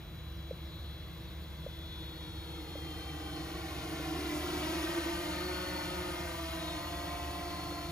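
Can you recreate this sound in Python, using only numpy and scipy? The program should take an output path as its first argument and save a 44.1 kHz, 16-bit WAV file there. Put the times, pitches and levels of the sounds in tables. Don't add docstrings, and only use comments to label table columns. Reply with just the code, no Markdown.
import sys
import numpy as np
from scipy import signal
from scipy.fft import rfft, irfft, next_fast_len
from scipy.io import wavfile

SR = 44100
rng = np.random.default_rng(int(sys.argv[2]) if len(sys.argv) > 2 else 0)


def put_to_file(sound):
    columns = np.atleast_2d(sound).T
    safe = np.clip(columns, -1, 1)
    whole_steps = np.round(safe * 32767)
    wavfile.write(sys.argv[1], SR, whole_steps.astype(np.int16))


N = 348831
TIME = np.arange(N) / SR
DRONE_HEIGHT_M, MIC_HEIGHT_M, REFERENCE_M, SOUND_M_PER_S = 7.37, 1.49, 20, 343
MOTOR_ORDER = 24
BRIGHTEN_DB = 3

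# (time [s], distance [m])
DISTANCE = [(0, 38.8), (1.7, 34.7), (2.9, 26.65), (3.5, 24.5), (4.0, 23.6), (4.9, 20.44), (5.8, 19.43),
            (7.9, 22.26)]
# (time [s], speed [turns/s])
SPEED_A = [(0, 157.5), (1.3, 157), (1.95, 158.5), (2.5, 155.5), (2.8, 151.8), (3.3, 150.3), (3.6, 151.5),
           (4.35, 151), (4.6, 155), (4.78, 164.5), (5.08, 167.5), (5.3, 175.5), (5.5, 181.5), (5.67, 183.2),
           (6.0, 180), (6.25, 174), (6.7, 155.5), (6.95, 148.8), (7.3, 147), (7.9, 150)]
SPEED_B = [(0, 152), (2, 152), (3, 156), (4.1, 151), (4.5, 153.5), (4.9, 155), (5.15, 152.5), (5.5, 153.5),
           (5.8, 151.5), (6.0, 153.5), (6.45, 163), (6.7, 170), (6.95, 173.7), (7.4, 174.3), (7.9, 171.7)]
SPEED_C = [(0, 178), (.55, 178.3), (.75, 180.3), (1.3, 178), (2.05, 178.4), (2.55, 177), (3.05, 174.7),
           (3.2, 172.7), (3.45, 177.3), (3.85, 177.7), (4.3, 187), (4.9, 185), (5.2, 179.8), (5.8, 183.8),
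           (6.05, 181.5), (6.45, 168), (6.8, 178.5), (7.1, 181), (7.5, 180.3), (7.9, 177.5)]
SPEED_D = [(0, 139.5), (.3, 138.5), (.7, 140.7), (1.5, 141), (1.95, 143.3), (2.2, 140.3), (2.7, 137.7),
           (2.92, 131.6), (3.3, 131.4), (3.5, 128.6), (4.2, 125), (4.8, 141), (5.1, 151), (6.2, 162),
           (6.8, 182), (7.05, 186.5), (7.5, 186.7), (7.9, 183.5)]
SPEED_E = [(0, 164.6), (.45, 165.3), (.8, 168), (1.05, 165.5), (2.75, 164), (3.2, 159.5), (3.5, 163.5),
           (4.05, 164.5), (4.35, 171), (4.6, 179.5), (4.85, 172.5), (5.1, 171), (5.3, 165), (5.5, 172),
           (5.7, 174.7), (6.0, 172), (6.8, 158), (7.3, 155.5), (7.9, 157)]
SPEED_F = [(0, 162), (3, 166), (4, 158), (4.5, 147), (5, 160), (5.8, 166), (7.9, 165)]
# (time [s], level [dB])
WHINE_A = [(0, -83), (.55, -72), (.76, -59), (1.1, -72), (1.28, -61), (1.56, -74), (1.92, -58.5),
           (2.2, -58.5), (2.52, -59), (2.8, -62), (3.7, -63.5), (4.201, -78), (6.1, -68), (6.45, -65),
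           (6.7, -48.5), (6.9, -77), (7.9, -81)]
WHINE_B = [(0, -71), (1.9, -70), (2.6, -74), (6.3, -84), (6.9, -73), (7.9, -90)]
WHINE_C = [(0, -80), (.55, -72), (.8, -66), (1.4, -72.5), (2.07, -61.5), (3.05, -58.5), (3.18, -63),
           (3.38, -57), (3.85, -66), (4.2, -89), (5.1, -61), (5.35, -52.5), (5.8, -53.5), (6.1, -66),
           (6.6, -59), (6.85, -55.5), (7.3, -62.5), (7.6, -54), (7.9, -57.5)]
WHINE_D = [(0, -66), (.5, -63), (1.0, -58), (1.25, -64.5), (1.5, -61.5), (1.93, -53.5), (2.3, -56),
           (2.55, -56), (2.66, -60), (2.77, -52.5), (2.95, -54.5), (3.33, -54.5), (3.6, -66), (6.3, -74),
           (7.9, -61)]
WHINE_E = [(0, -64), (.8, -60.5), (1.1, -66.5), (1.95, -65), (2.3, -98), (5.5, -60), (5.8, -55), (6.1, -63),
           (7.9, -85)]
# (shaft harmonic [number], relative level [dB])
SLAPPING = [(3, -9), (4, -9.5), (5, -12), (6, -14), (7, -10.5), (8, -12), (9, -12.5), (10, -13.5),
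            (11, -13.5), (13, -18.5), (20, -24.5)]
SMOOTH = [(3, -6.5), (4, -6.5), (5, -3), (6, -6), (7, -13), (9, -23.5), (11, -13), (13, -23), (20, -11.5)]
# (speed [table], whine [table], overtones [table], cruise hum [dB], hover hum [dB],
# hum by roll [dB per turn/s], odd harmonics from unequal blades [dB], cruise buzz [dB], hover buzz [dB],
# buzz by roll [dB per turn/s])
PROPELLERS = [(SPEED_A, WHINE_A, SLAPPING, -0.45, 1, 0.015, -1.2, 0, -2.5, 0.15),
              (SPEED_B, WHINE_B, SMOOTH, -11.5, -0.34, -0.03, -3.5, -5.5, -5, -0.46),
              (SPEED_C, WHINE_C, SMOOTH, -9.5, -14, 0.05, 2, -9.5, -17, -0.17),
              (SPEED_D, WHINE_D, SMOOTH, -12.5, -21.5, -0.15, -6, -9.5, -9.5, -0.16),
              (SPEED_E, WHINE_E, SMOOTH, 0.79, -6.5, 0.037, -0.68, -4, -12, 0.13),
              (SPEED_F, None, SMOOTH, -6, -9.5, 0.11, 1, -10.5, -37, 0)]
# (base level at REFERENCE_M [dB], gain per halving of distance [dB],
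# gain by braking [dB], attack [s], release [s]); the times are Gaussian widths, so their sign drops out
HUM_LAW = (-55.5, 3, 9.5, 0.43, 0.95)
SHAFT_LAW = (-52, 9, 3, -0.5, -8)
BUZZ_LAW = (-44.5, 14, -0.14, -5, 7.8)
WAKE_LAW = (-60, 6, 11, 1.02, .5)
RUSH_LAW = (-47, 15.5, 6, 0.72, 0.6)
HISS_LAW = (-51.3, 17.5, 4.6, .52, .45)
# (frequency [Hz], relative density [dB])
WAKE_SPECTRUM = [(210, -16), (275, -2), (325, 2.5), (420, -11)]
RUSH_SPECTRUM = [(120, -28), (230, -5), (320, -2.5), (450, -23), (700, 2), (1100, -0.5), (1500, 0),
                 (2050, 1.5), (2600, -2.5), (3200, 0.5), (4300, -4), (5500, -11.5), (9000, -22)]
HISS_SPECTRUM = [(2500, -41), (4000, -7), (5200, 0.5), (6500, -2), (8000, -2.5), (10000, -1.5),
                 (12000, -4.5), (14000, -2.5), (16000, -5)]
# (frequency [Hz], left minus right level [dB])
PORT_BALANCE = [(100, -1), (360, -1.5), (520, 3), (740, -6.5), (900, 3), (1080, -0.5), (1560, 6.5),
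                (1780, -1.5), (2200, -0.5), (3300, 3.5), (4400, 6), (8000, 0), (15000, 0)]
# (frequency [Hz], lead of the left [rad])
PORT_PHASE = [(0, 1), (430, 0), (520, 0.9), (720, 0.5), (840, -2.5), (1020, -0.94), (1330, 1.3),
              (1430, -1.46), (1720, -1.66), (2100, 0.98), (2500, 1), (3010, 2), (3650, 2), (4310, 1.3),
              (4650, 1), (6550, 1.1), (7410, -2), (8790, -3.5), (9730, -6), (14400, -13), (15500, -41)]
# (frequency [Hz], coherence [0-1])
DIRECT_COHERENCE = [(300, 1), (1000, 0.9), (4000, 0.84), (10000, 1)]
AIR_COHERENCE = [(30, 1), (70, 1), (160, 0.91), (500, 0.83), (1000, 0.4), (2000, 1), (8000, 0)]
# (frequency [Hz], width [Hz], level [dB])
ENGINE_LINES = [(72.6, 3.3, -47.5), (150.5, 8.9, -59), (170.3, 10.37, -57)]
# (time [s], envelope peak [dB], frequency [Hz])
KNOCKS = [(.508, -30, 514), (1.662, -33, 547), (2.753, -35, 547), (3.995, -40, 555), (7.72, -40, 543)]
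# (time [s], length [s], start frequency [Hz], end frequency [Hz], relative level [dB])
CHIRPS = [(0.333, .08, 6200, 4400, -62), (0.638, .08, 6000, 4420, -61), (1.065, .04, 4800, 4160, -59),
          (1.216, .04, 5040, 6000, -63), (1.268, 0.05, 4620, 3880, -52), (1.418, 0.05, 4600, 4030, -57),
          (1.564, 0.051, 4530, 4100, -55), (2.11, 0.092, 4280, 4680, -57), (2.399, 0.077, 4300, 4700, -60)]
# (frequency [Hz], relative density [dB])
CRICKET_SPECTRUM = [(12000, -26), (13500, 2), (14400, 11), (15800, -10)]
AIR_SPECTRUM = [(20, -36), (32, -19), (48, 5.5), (62, 0.5), (90, 1), (125, -1.5), (165, -7), (215, -13),
                (400, -19), (800, -19), (1600, -23), (3200, -27.5), (6500, -59), (14000, -48)]


def drone(chop=0.14, cruise_jitter_pct=0.329, hover_jitter_pct=0.05, brake_jitter_pct=0.11):
    distance, hover = flight()
    cruise = 1 - hover
    nearness = np.log2(REFERENCE_M / distance)
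    hum_db, shaft_db, buzz_db, wake_db, rush_db, hiss_db = [
        base_db + halving_db * nearness + brake_db * braking(attack_s, release_s)
        for base_db, halving_db, brake_db, attack_s, release_s
        in (HUM_LAW, SHAFT_LAW, BUZZ_LAW, WAKE_LAW, RUSH_LAW, HISS_LAW)]
    jitter_pct = cruise_jitter_pct * cruise + hover_jitter_pct * hover + brake_jitter_pct * braking()
    blade_tones, whines, swish = 0, 0, 1
    for (speed_curve, whine_curve, overtones, cruise_hum_db, hover_hum_db, hum_per_roll,
         odd_db, cruise_buzz_db, hover_buzz_db, buzz_per_roll) in PROPELLERS:
        steady_angle, angle = shaft_angles(in_time(speed_curve), jitter_pct)
        own_hum_db = cruise_hum_db * cruise + (hover_hum_db + hum_per_roll * roll()) * hover
        bite_db = cruise_buzz_db * cruise + hover_buzz_db * hover + buzz_per_roll * roll()
        blade_tones += blade_hum(angle, hum_db + own_hum_db, shaft_db + bite_db)
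        blade_tones += from_db(buzz_db + bite_db) * blade_buzz(angle, overtones, odd_db, nearness)
        whines += motor_whine(steady_angle, in_time(whine_curve) if whine_curve else -np.inf)
        swish += chop * from_db(bite_db) * np.cos(2 * angle)
    wake = from_db(wake_db) * banded_noise(WAKE_SPECTRUM, flicker_db=2.5)
    rush = from_db(rush_db) * banded_noise(RUSH_SPECTRUM, flicker_db=1.26)
    hiss = from_db(hiss_db) * banded_noise(HISS_SPECTRUM, flicker_db=0.95)
    blades = blade_tones + wake + swish * (rush + hiss)
    return at_ports(ground_echo(blades, distance) + whines)


def blade_hum(angle, hum_db, shaft_db, flutter_db=2.5):
    blade_line = from_db(hum_db + flutter_db * drift(7)) * tone(2 * angle)
    shaft_line = from_db(shaft_db + flutter_db * drift(20)) * tone(angle)
    return blade_line + shaft_line


def blade_buzz(angle, overtones, odd_db, nearness, flutter_db=2.13):
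    buzz = 0
    for k in range(3, 21):
        level_db = on_log_axis(overtones, k) + odd_db * (k % 2) + BRIGHTEN_DB * k * nearness
        buzz += from_db(level_db + flutter_db * drift(30)) * tone(k * angle + rng.uniform(0, 2 * np.pi))
    return buzz


def motor_whine(angle, level_db, flutter_db=1.5, sideband_db=-18):
    lines = tone(MOTOR_ORDER * angle) + from_db(sideband_db) * tone((MOTOR_ORDER - 2) * angle)
    return from_db(level_db + flutter_db * drift(35)) * lines


def shaft_angles(speed, jitter_pct, wander=0.000617):
    steady = phase_of(speed * (1 + wander * drift(6.13)))
    return steady, steady + phase_of(speed * jitter_pct / 100 * drift(14))


def flight(hover_at_s=4.96, blend_s=0.15):
    return in_time(DISTANCE), .5 + .5 * np.tanh((TIME - hover_at_s) / (2 * blend_s))


def braking(attack_s=0.42, release_s=0.33, peak_at_s=4.534):
    width_s = np.where(TIME < peak_at_s, attack_s, release_s)
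    return np.exp(-.5 * ((TIME - peak_at_s) / width_s) ** 2)


def roll():
    return (in_time(SPEED_A) - in_time(SPEED_B)) / 2


def ground_echo(direct, distance, reflection=0.6, cutoff_hz=2700):
    lag_s = 2 * MIC_HEIGHT_M * DRONE_HEIGHT_M / distance / SOUND_M_PER_S
    late = np.array([np.interp(TIME - lag_s, TIME, side) for side in direct])
    return direct + reflection * signal.sosfilt(signal.butter(2, cutoff_hz, fs=SR, output="sos"), late)


def at_ports(sound, dip_hz=1700, dip_width_hz=70, dip_db=-3.5):
    size = next_fast_len(N + 4096)
    hz = np.arange(size // 2 + 1) * SR / size + 1e-3
    lead = np.interp(hz, *np.transpose(PORT_PHASE))
    sides = np.array([[.5], [-.5]])
    notch_db = dip_db * np.exp(-.5 * ((hz - dip_hz) / dip_width_hz) ** 2)
    response = from_db(sides * on_log_axis(PORT_BALANCE, hz) + notch_db) * np.exp(1j * sides * lead)
    return irfft(rfft(sound, size) * response, size)[:, :N]


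def engine(unsteadiness=0.295):
    rumble = 0
    for hz, width_hz, level_db in ENGINE_LINES:
        phase = 2 * np.pi * hz * TIME + phase_of(width_hz / 2 * drift(4.98))
        strength = 1 + unsteadiness * drift(8.7)
        rumble += from_db(level_db) * rms_one(strength * np.cos(phase))
    return rumble


def knocks(rise_s=0.0042):
    out = np.zeros(N)
    for start_s, peak_db, hz in KNOCKS:
        age = np.clip(TIME - start_s, 0, .1)
        swell = (age / rise_s * np.exp(1 - age / rise_s)) ** 3
        out += from_db(peak_db) * swell * np.sin(2 * np.pi * hz * age)
    return out


def bird(gain_db=-6, warble=0.021):
    out = np.zeros(N)
    waver = 1 + warble * drift(81)
    for start_s, length_s, start_hz, end_hz, level_db in CHIRPS:
        progress = np.clip((TIME - start_s) / length_s, 0, 1)
        phase = phase_of(waver * (start_hz + (end_hz - start_hz) * progress))
        out += from_db(gain_db + level_db) * np.sin(np.pi * progress) * np.sin(phase)
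    return out


def cricket(level_db=-68, stroke_hz=59.2, depth=0.48):
    strokes = 1 + depth * np.cos(phase_of(stroke_hz * (1 + .004 * drift(1.8))))
    return from_db(level_db) * strokes * banded_noise(CRICKET_SPECTRUM, flicker_db=1.5)


def open_air(level_db=-49):
    return from_db(level_db) * banded_noise(AIR_SPECTRUM, flicker_db=1.0, coherence=AIR_COHERENCE)


def banded_noise(spectrum, flicker_db, coherence=DIRECT_COHERENCE):
    edges = np.geomspace(spectrum[0][0], min(spectrum[-1][0], .45 * SR), 2 * len(spectrum) + 1)
    out, white = 0, rng.standard_normal((2, 2, N))
    for k, band in enumerate(zip(edges, edges[1:])):
        mid, side = signal.sosfilt(signal.butter(2, band, "band", fs=SR, output="sos"), white[k % 2])
        centre_hz = np.sqrt(band[0] * band[1])
        alike = on_log_axis(coherence, centre_hz)
        gain = from_db(on_log_axis(spectrum, centre_hz) + flicker_db * drift(12.2))
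        out += gain * (np.sqrt(1 + alike) * mid + np.sqrt(1 - alike) * side * [[1], [-1]])
    return rms_one(out)


def drift(corner_hz, step=40, settle=2000):
    pole = np.exp(-2 * np.pi * corner_hz * step / SR)
    white = rng.standard_normal(N // step + settle + 2)
    slow = signal.lfilter([1], [1, -2 * pole, pole * pole], white)[settle:]
    return np.interp(np.arange(N) / step, np.arange(len(slow)), rms_one(slow))


def phase_of(hz):
    return 2 * np.pi * np.cumsum(hz) / SR


def tone(phase):
    return np.sqrt(2) * np.sin(phase)


def from_db(db):
    return 10 ** (np.asarray(db) / 20)


def rms_one(x):
    return x / np.sqrt(np.mean(x ** 2) + 1e-20)


def in_time(curve):
    return np.interp(TIME, *np.transpose(curve))


def on_log_axis(curve, frequency):
    frequencies, values = np.transpose(curve)
    return np.interp(np.log(frequency), np.log(frequencies), values)


def scene():
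    air = open_air()
    return drone() + engine() + knocks() + bird() + cricket() + air


def record(dry, low_cut_hz=36, high_cut_hz=15450):
    thin = signal.sosfilt(signal.butter(4, low_cut_hz, "high", fs=SR, output="sos"), dry)
    return signal.sosfilt(signal.ellip(10, .1, 90, high_cut_hz, fs=SR, output="sos"), thin)


dry = scene()
out = record(dry)
put_to_file(out)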